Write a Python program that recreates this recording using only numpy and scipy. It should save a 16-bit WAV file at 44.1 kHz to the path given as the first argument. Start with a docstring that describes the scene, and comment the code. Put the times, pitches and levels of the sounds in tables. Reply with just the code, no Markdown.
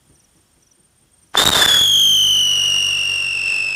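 """A yard at night: a whistling ground spinner lights among crickets and a few soft, distant thumps.
It pops, sputters and chokes while it spins up to some 50 turns a second. After a short rise,
the tube's pitch falls as the fuel burns down. Each turn swings the nozzle to and from the listener:
partials warble in level and by Doppler shift, filtered-noise hiss pulses, and spin harmonics puff the air.
Crickets are trains of falling tone bursts, thumps are noise-fed resonators, the night is shaped noise."""
import sys
import numpy as np
from scipy import signal
from scipy.fft import rfft, irfft
from scipy.io import wavfile
from scipy.ndimage import uniform_filter1d

SR = 44100
rng = np.random.default_rng(int(sys.argv[2]) if len(sys.argv) > 2 else 0)


def log_audio(samples):
    """Write samples as a 16-bit WAV file to the path given in sys.argv[1]."""
    # one column per channel
    frames = np.atleast_2d(samples).T
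    # limit to full scale, then quantise
    limited = np.clip(frames, -1, 1)
    pcm = np.round(limited * 32767).astype(np.int16)
    wavfile.write(sys.argv[1], SR, pcm)


N = 165375

# mean pitch of the tube, before warble and wander: time_s, pitch_hz
TUBE_PITCH = [(1.37, 3541), (1.42, 3625), (1.46, 3666), (1.54, 3602), (1.6, 3541), (1.7, 3406),
              (1.85, 3343), (2.0, 3220), (2.2, 3078), (2.4, 2984), (2.58, 2901), (2.8, 2853), (2.95, 2809),
              (3.15, 2780), (3.35, 2706), (3.55, 2663), (3.75, 2621)]
# spin speed: time_s, spin_turns_per_s
SPIN_SPEED = [(1.37, 6.78), (1.69, 32.6), (1.85, 49.2), (2.1, 52.2), (2.35, 49.01), (2.65, 48.1),
              (3.0, 47.96), (3.4, 46.5), (3.75, 50)]
# whistle before beaming and chokes: time_s, level_db
WHISTLE_LEVEL = [(1.355, -57), (1.368, -35), (1.373, -9), (1.39, -15.5), (1.43, -17.5), (1.47, -10),
                 (1.525, -17), (1.555, -14), (1.598, -17.5), (1.625, -12), (1.64, -16), (1.70, -12.5),
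                 (1.85, -13), (2.05, -12), (2.25, -13.5), (2.55, -16.5), (2.85, -17), (2.95, -19),
                 (3.15, -19), (3.25, -20.5), (3.44, -21.5), (3.48, -19), (3.62, -20), (3.75, -23)]
# unsteady burning, relative to the whistle: time_s, cycle_scatter_db, strong_weak_alternation_db
UNSTEADY_BURN = [(1.37, -9, -25), (1.40, 3.5, -10), (1.47, -8, -24), (1.53, -2, -39), (1.58, 1.5, -15),
                 (1.63, -4.5, -4), (1.70, -15.5, -11.5), (1.76, -20, -9), (1.83, -25, -29),
                 (1.95, -52, -54.5), (2.3, -55, -63)]
# spectral shape of the sputter: frequency_hz, relative_level_db
SPUTTER_COLOUR = [(40, -31), (150, -11), (400, -1), (800, 1), (1700, -0.5), (2100, -6), (2500, -14.5),
                  (3300, -1), (4500, -4.5), (6000, -11), (7200, -3.5), (8300, -7.5), (14000, -9.5),
                  (16000, -21)]
# overtones against the fundamental, before beaming: time_s, second_db, third_db, fourth_db, fifth_db
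OVERTONE_LEVELS = [(1.4, -15, -28, -32, -38), (1.65, -13, -25, -28, -36), (2.05, -12, -23, -21, -30),
                   (2.4, -10, -21, -26, -35), (2.75, -10, -20, -33, -39), (3.1, -13, -21, -32, -47),
                   (3.75, -13, -21, -31, -46)]
# directivity of partials 1 to 5, before the share below: front_swing_db, side_dip_db
BEAM_SWING = [(1.6, 4.5), (2.8, 7), (4, 10), (3, 8), (2.5, 6)]
# share of that directivity in force: time_s, share_ratio
BEAM_SHARE = [(1.6, 0.65), (1.75, 0.94), (2.2, 0.34), (2.6, 0.97), (3.5, 1.28)]
# chokes of the burn, each with a pop: start_s, depth_db, recovery_s, pop_db
BURN_CHOKES = [(1.4063, 14, 0.0019, -24), (1.412, 8, 0.0033, -17), (1.4405, 31, 0.011, -12),
               (1.4557, 18.5, 0.0043, -4), (1.476, 29.5, 0.0063, -3), (1.4927, 29.5, 0.0075, -3.5),
               (1.5034, 36, 0.0095, -8.5), (1.5385, 28, 0.0058, -24), (1.5686, 27.5, .003, -11),
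               (1.6615, 24.5, 0.0096, -6.5), (1.812, 6.5, 0.0026, -15)]
# ignition cracks: centre_s, level_db
IGNITION_CRACKS = [(1.344, -19), (1.3466, -19), (1.35, -19), (1.354, 0.5)]
# jet hiss before sparks, treble, spin and chokes: time_s, level_db
JET_LEVEL = [(1.325, -71), (1.345, -33.5), (1.38, -26), (1.7, -24.5), (1.9, -36.5), (2.1, -39.5),
             (2.4, -38), (2.75, -36.5), (3.1, -38), (3.38, -39.5), (3.5, -36.5), (3.75, -39.5)]
# spectral shape of the hiss: frequency_hz, relative_level_db
HISS_COLOUR = [(35, -6), (100, 3), (280, -1), (470, 3.5), (950, -2.5), (1500, 4.5), (2300, -4.5), (3200, 7),
               (4000, -4), (4700, -1), (6800, -6.5), (9000, -10), (11000, -12.5), (15500, -23)]
# gain of the hiss above the split frequency: time_s, gain_db
TREBLE_GAIN = [(1.35, -2), (1.9, 12), (2.4, 1), (2.85, 3), (3.0, -2), (3.75, -6)]
# air puffs at 1, 2, 3, 4 and 6 times the spin: peak_level_db, fade_db_per_s
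PUFF_HARMONICS = [(-51.5, 4), (-43, 6.5), (-46, 6.5), (-45.5, 22), (-55, 17)]
# near cricket, high chirps: start_s, syllable_count, level_db
NEAR_CHIRPS = [(.085, 3, -56), (.305, 3, -61), (.525, 3, -58.5), (0.744, 3, -56), (.972, 2, -57),
               (1.128, 3, -54)]
# second cricket, low chirps: start_s, syllable_count, level_db
SECOND_CHIRPS = [(.150, 3, -55), (.362, 1, -62.5), (.621, 3, -53), (1.224, 3, -61.5)]
# far crickets that trill on: pitch_hz, rate_syllables_per_s, fall_ratio, level_db
FAR_TRILLS = [(9400, 41, 0.013, -64.5), (9100, 18, 0.03, -69.5), (5580, 24, .06, -71),
              (3300, 17, 0.006, -74.5)]
# soft far thumps, perhaps running steps, before a final gain of 1.2: start_s, level_db
FAR_THUMPS = [(.05, -60), (0.094, -53), (.352, -55), (.56, -57), (.772, -57), (1.015, -59), (1.228, -59)]
# resonances of the thumps: frequency_hz, width_hz, relative_level_db
THUMP_MODES = [(88, 30, -3), (146, 25, 0), (215, 70, -2), (330, 22, -1)]
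# spectral shape of the night air: frequency_hz, relative_level_db
NIGHT_COLOUR = [(18, -28), (30, -3), (71, 4), (133, 0), (479, -11), (4540, -20), (5450, -17.5),
                (8060, -16.5), (8950, -15), (9940, -19), (15500, -27)]

# shares of the pitch; the Doppler share holds at the stated spin and scales with speed
DOPPLER, DOPPLER_SPIN_HZ, WANDER, JITTER = 0.032, 49.73, 0.003, 0.00354
UNSTEADY = 0.0122  # pitch wander share per unit of cycle scatter gain
OVERSHOOT, OVERSHOOT_S = 0.11, 0.013  # greatest sharpness share after a choke, and its settling time
CRACK_S, POP_S = 0.00029, 0.00025
SURGE_S, SURGE_DB, SPIT_S, SPIT_DB = 0.0013, -0.5, 0.00077, -5  # levels against the pop
JET_SWING_DB, JET_FLICKER_DB, JET_SPLIT_HZ = 1.5, 0.58, 8700
SPARKS_PER_S, SPARK_SPREAD_DB, SPARK_DB = 1300, 5, -9.5
PUFF_PEAK_S, PUFF_RISE_DB_PER_S = 2.26, 2
YARD_T60_S, YARD_DB = 0.62, -26
LEAD_S, LEAD_DB = 0.0123, -3  # advance and level of the near cricket's opening strokes
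THUMP_DECAY_S = 0.051
NIGHT_DB = -60
TOP_HZ = 15500


def undb(db):
    """Decibel law: amplitude is ten to the power db / 20."""
    return 10 ** (np.asarray(db) / 20)


def curve(table, axis=1):
    """Linear interpolation: a table column joined by straight lines in time."""
    rows = np.array(table, float)
    return np.interp(np.arange(N) / SR, rows[:, 0], rows[:, axis])


def unit(x):
    """Normalisation: scale to an rms of 1."""
    return x / np.sqrt(np.mean(x ** 2))


def colour(x, points):
    """Minimum-phase filtering: a folded cepstrum gives a causal response through (Hz, dB) points."""
    hz, db = np.array(points, float).T
    bin_hz = np.arange(2049) * SR / 4096
    log_gain = np.interp(np.log(bin_hz + 1), np.log(hz), db) * np.log(10) / 20
    fold = np.r_[1, np.full(2047, 2), 1, np.zeros(2047)]
    cepstrum = irfft(log_gain) * fold
    response = irfft(np.exp(rfft(cepstrum)))
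    return signal.fftconvolve(x, response)[:N]


def walk(rate):
    """Smoothed random steps: about rate new values per second, with an rms of 1."""
    k = max(int(SR / rate), 1)
    steps = np.repeat(rng.standard_normal(N // k + 1), k)
    return unit(uniform_filter1d(uniform_filter1d(steps, k), k)[:N])


def choking(t):
    """Interrupted combustion: the burn's gain collapses in 0.33 ms at each choke, then regrows."""
    loss_db = 0
    for start, depth, recovery, _ in BURN_CHOKES:
        collapse = np.clip((t - start) / 0.00033, 0, 1)
        loss_db = loss_db + depth * collapse * np.exp(-((t - start) / recovery) ** 2)
    return undb(-loss_db)


def whistle_pitch(t, turn, rough):
    """Doppler principle: rotation sways the tube's pitch, which also wanders and restarts sharp."""
    doppler = DOPPLER * curve(SPIN_SPEED) / DOPPLER_SPIN_HZ * (1 + 0.1374 * walk(40))
    deepest = max(row[1] for row in BURN_CHOKES)
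    restarts = [depth / deepest * (t > start) * np.exp(-((t - start) / OVERSHOOT_S) ** 2)
                for start, depth, _, _ in BURN_CHOKES]
    sharp = OVERSHOOT * np.max(restarts, axis=0) * np.minimum(2 * rough, 1)
    wander = WANDER * walk(45) + JITTER * walk(1200) + UNSTEADY * rough * walk(350)
    return curve(TUBE_PITCH) * (1 + doppler * np.cos(turn) + wander + sharp)


def sputter(cycles, turn, rough):
    """Irregular excitation: one pulse per tube cycle, of random or alternating strength."""
    index = np.round(cycles).astype(int)
    pulse = np.exp(7 * (np.cos(2 * np.pi * cycles) - 1))
    strength = 3 - rng.gamma(3, 1, N)  # zero mean, skewed; one draw serves each cycle
    grain = 0.45 * rng.standard_normal(N)
    scatter = unit(colour(pulse * (strength[index] + grain), SPUTTER_COLOUR))
    alternating = unit(colour(pulse * (-1.) ** index * walk(750), SPUTTER_COLOUR))
    alternation_gain = undb(curve(UNSTEADY_BURN, axis=2) + 6.1 * np.sin(turn))
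    return rough * scatter + alternation_gain * alternating


def whistle(t, turn, burn):
    """Directivity of a rotating source: each partial swells facing the listener and dips side-on."""
    rough = undb(curve(UNSTEADY_BURN))
    cycles = np.cumsum(whistle_pitch(t, turn, rough)) / SR
    lobes = np.sqrt(np.sin(turn) ** 2 + 0.0067) ** 0.82 - 0.75
    tone = 0
    for k, (front_db, side_db) in enumerate(BEAM_SWING):
        beam = front_db * np.sin(turn + 0.2) + side_db * lobes * (1 + 0.3 * walk(60))
        if k == 0:
            level = 0.45 * walk(100)
        else:
            level = curve(OVERTONE_LEVELS, axis=k) + 0.8 * k * walk(260)
        gain = undb(curve(BEAM_SHARE) * beam + level)
        phase = 2 * np.pi * (k + 1) * cycles + 0.1 * k * walk(900)
        tone = tone - np.sqrt(2) * gain * np.cos(phase)
    lit = t > WHISTLE_LEVEL[0][0]
    return (tone + sputter(cycles, turn, rough)) * undb(curve(WHISTLE_LEVEL)) * burn * lit


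def snap(u):
    """Doublet pressure pulse: a deep trough between two crests."""
    return (2 * u ** 2 - 1) * np.exp(-u ** 2)


def pops(t):
    """Blast pulses: ignition snaps, then a spit, a snap and a slower gas surge at each choke."""
    out = sum(undb(db) * snap((t - centre) / CRACK_S) for centre, db in IGNITION_CRACKS)
    spit_colour = [(200, -4), (1200, -5.5), (5000, 2.5), (15000, -8)]
    spit = undb(SPIT_DB) * unit(colour(rng.standard_normal(N), spit_colour))
    for start, _, _, db in BURN_CHOKES:
        u = np.maximum(t - start, 0) / SURGE_S
        surge = undb(SURGE_DB) * (t > start) * (1 - u) * np.exp(-u)  # overpressure, then suction
        spit_burst = spit * np.exp(-((t - start) / SPIT_S) ** 2)
        out = out + undb(db) * (snap((t - start) / POP_S) + surge + spit_burst)
    return out


def jet(turn, burn):
    """Turbulent jet noise: shaped hiss and random sparks, swelling once a turn, with varying treble."""
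    struck = (rng.random(N) < SPARKS_PER_S / SR) * rng.choice([-1, 1], N)
    sparks = struck * undb(SPARK_SPREAD_DB * np.minimum(rng.exponential(size=N), 5))
    spark_colour = [(200, -7), (1500, 4.5), (7000, -8.5), (15000, -16)]
    hiss = unit(colour(rng.standard_normal(N), HISS_COLOUR))
    hiss = hiss + undb(SPARK_DB) * unit(colour(sparks, spark_colour))
    split = signal.butter(2, JET_SPLIT_HZ, fs=SR, output="sos")
    low = signal.sosfiltfilt(split, hiss)
    hiss = low + undb(curve(TREBLE_GAIN)) * (hiss - low)
    level_db = curve(JET_LEVEL) + JET_SWING_DB * np.sin(turn) + JET_FLICKER_DB * walk(40.02)
    return hiss * undb(level_db) * np.sqrt(burn)


def puffs(t, turn):
    """Rotational noise: the whirling jet flutters the air at multiples of the spin rate."""
    age = t - PUFF_PEAK_S
    out = 0
    for k, (db, fade) in zip((1, 2, 3, 4, 6), PUFF_HARMONICS):
        level_db = db - fade * np.maximum(age, 0) + 1.5 * walk(14)
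        out = out + undb(level_db) * np.cos(k * turn)
    rise = undb(PUFF_RISE_DB_PER_S * np.minimum(age, 0))
    return np.sqrt(2) * out * rise * (t > WHISTLE_LEVEL[0][0])


def yard(x):
    """Diffuse scattering: open surroundings return a faint, dull, exponentially decaying noise tail."""
    t = np.arange(SR // 2) / SR
    dull = signal.lfilter([1], [1, -0.6], rng.standard_normal(len(t)))
    tail = dull * undb(-60 * t / YARD_T60_S) * (t > 0.012)
    return x + undb(YARD_DB) * signal.fftconvolve(x, tail / np.linalg.norm(tail))[:N]


def syllables(place, hz, fall, duty):
    """Stridulation: each wing stroke, one unit of place, is a swelling tone that falls at its end."""
    u = np.minimum(place % 1 / duty, 1)
    phase = 2 * np.pi * np.cumsum(hz * (1 - fall * u ** 2)) / SR
    return np.sqrt(2) * np.sin(np.pi * u) * np.sin(phase)


def chirps(t, table, hz, fall, period_s, duty):
    """Pulse trains: short runs of evenly spaced syllables."""
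    out = 0
    for start, count, db in table:
        place = np.clip((t - start) / period_s, 0, round(count))
        out = out + undb(db) * syllables(place, hz, fall, duty)
    return out


def crickets(t):
    """Superposed stridulation: two chirping crickets and several far, wandering trills."""
    near = chirps(t, NEAR_CHIRPS, hz=8800, fall=0.019, period_s=0.0474, duty=0.57)
    near = near + chirps(t, SECOND_CHIRPS, hz=6050, fall=0.12, period_s=0.0445, duty=0.4)
    lead = chirps(t + LEAD_S, NEAR_CHIRPS, hz=8800, fall=0.04, period_s=0.049, duty=0.2)
    near = near + undb(LEAD_DB) * lead
    far = 0
    for hz, rate, fall, db in FAR_TRILLS:
        gain = undb(db + 2.9 * walk(11.4))
        place = rate * t + 0.204 * walk(7.2)
        far = far + gain * syllables(place, hz * (1 + 0.003 * walk(81)), fall, 0.7)
    return near * undb(1.7 * walk(50.5)) + far


def thumps(t):
    """Damped resonance: dull, scuffing bursts of noise through low resonators."""
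    push = 0
    for start, db in FAR_THUMPS:
        onset = np.clip((t - start) / 0.0048, 0, 1)
        push = push + undb(db) * onset * np.exp(-np.maximum(t - start, 0) / THUMP_DECAY_S)
    ring = 0
    for hz, width, db in THUMP_MODES:
        b, a = signal.iirpeak(hz, hz / width, SR)
        ring = ring + undb(db) * unit(signal.lfilter(b, a, rng.standard_normal(N)))
    return 1.2 * push * unit(ring)


def night_air():
    """Ambient noise: a steady random spectrum whose level drifts slightly."""
    return undb(NIGHT_DB + 0.7 * walk(4.3)) * unit(colour(rng.standard_normal(N), NIGHT_COLOUR))


def scene():
    """Superposition: the spinner with its yard scatter, the crickets, the thumps and the night."""
    t = np.arange(N) / SR
    turn = 2 * np.pi * np.cumsum(curve(SPIN_SPEED) * (t > SPIN_SPEED[0][0])) / SR
    burn = choking(t)
    spinner = whistle(t, turn, burn) + pops(t) + jet(turn, burn) + puffs(t, turn)
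    return (yard(spinner) + crickets(t) + thumps(t) + night_air())[None]


def record(dry):
    """Band limitation: the microphone drops the deepest bass, clips at full scale and cuts the top."""
    bass_cut = signal.butter(2, 30, "high", fs=SR, output="sos")
    top_cut = signal.ellip(10, 0.2, 80, TOP_HZ, fs=SR, output="sos")
    x = signal.sosfilt(bass_cut, dry)
    return signal.sosfilt(top_cut, np.clip(x, -1, 1))


dry = scene()
out = record(dry)
log_audio(out)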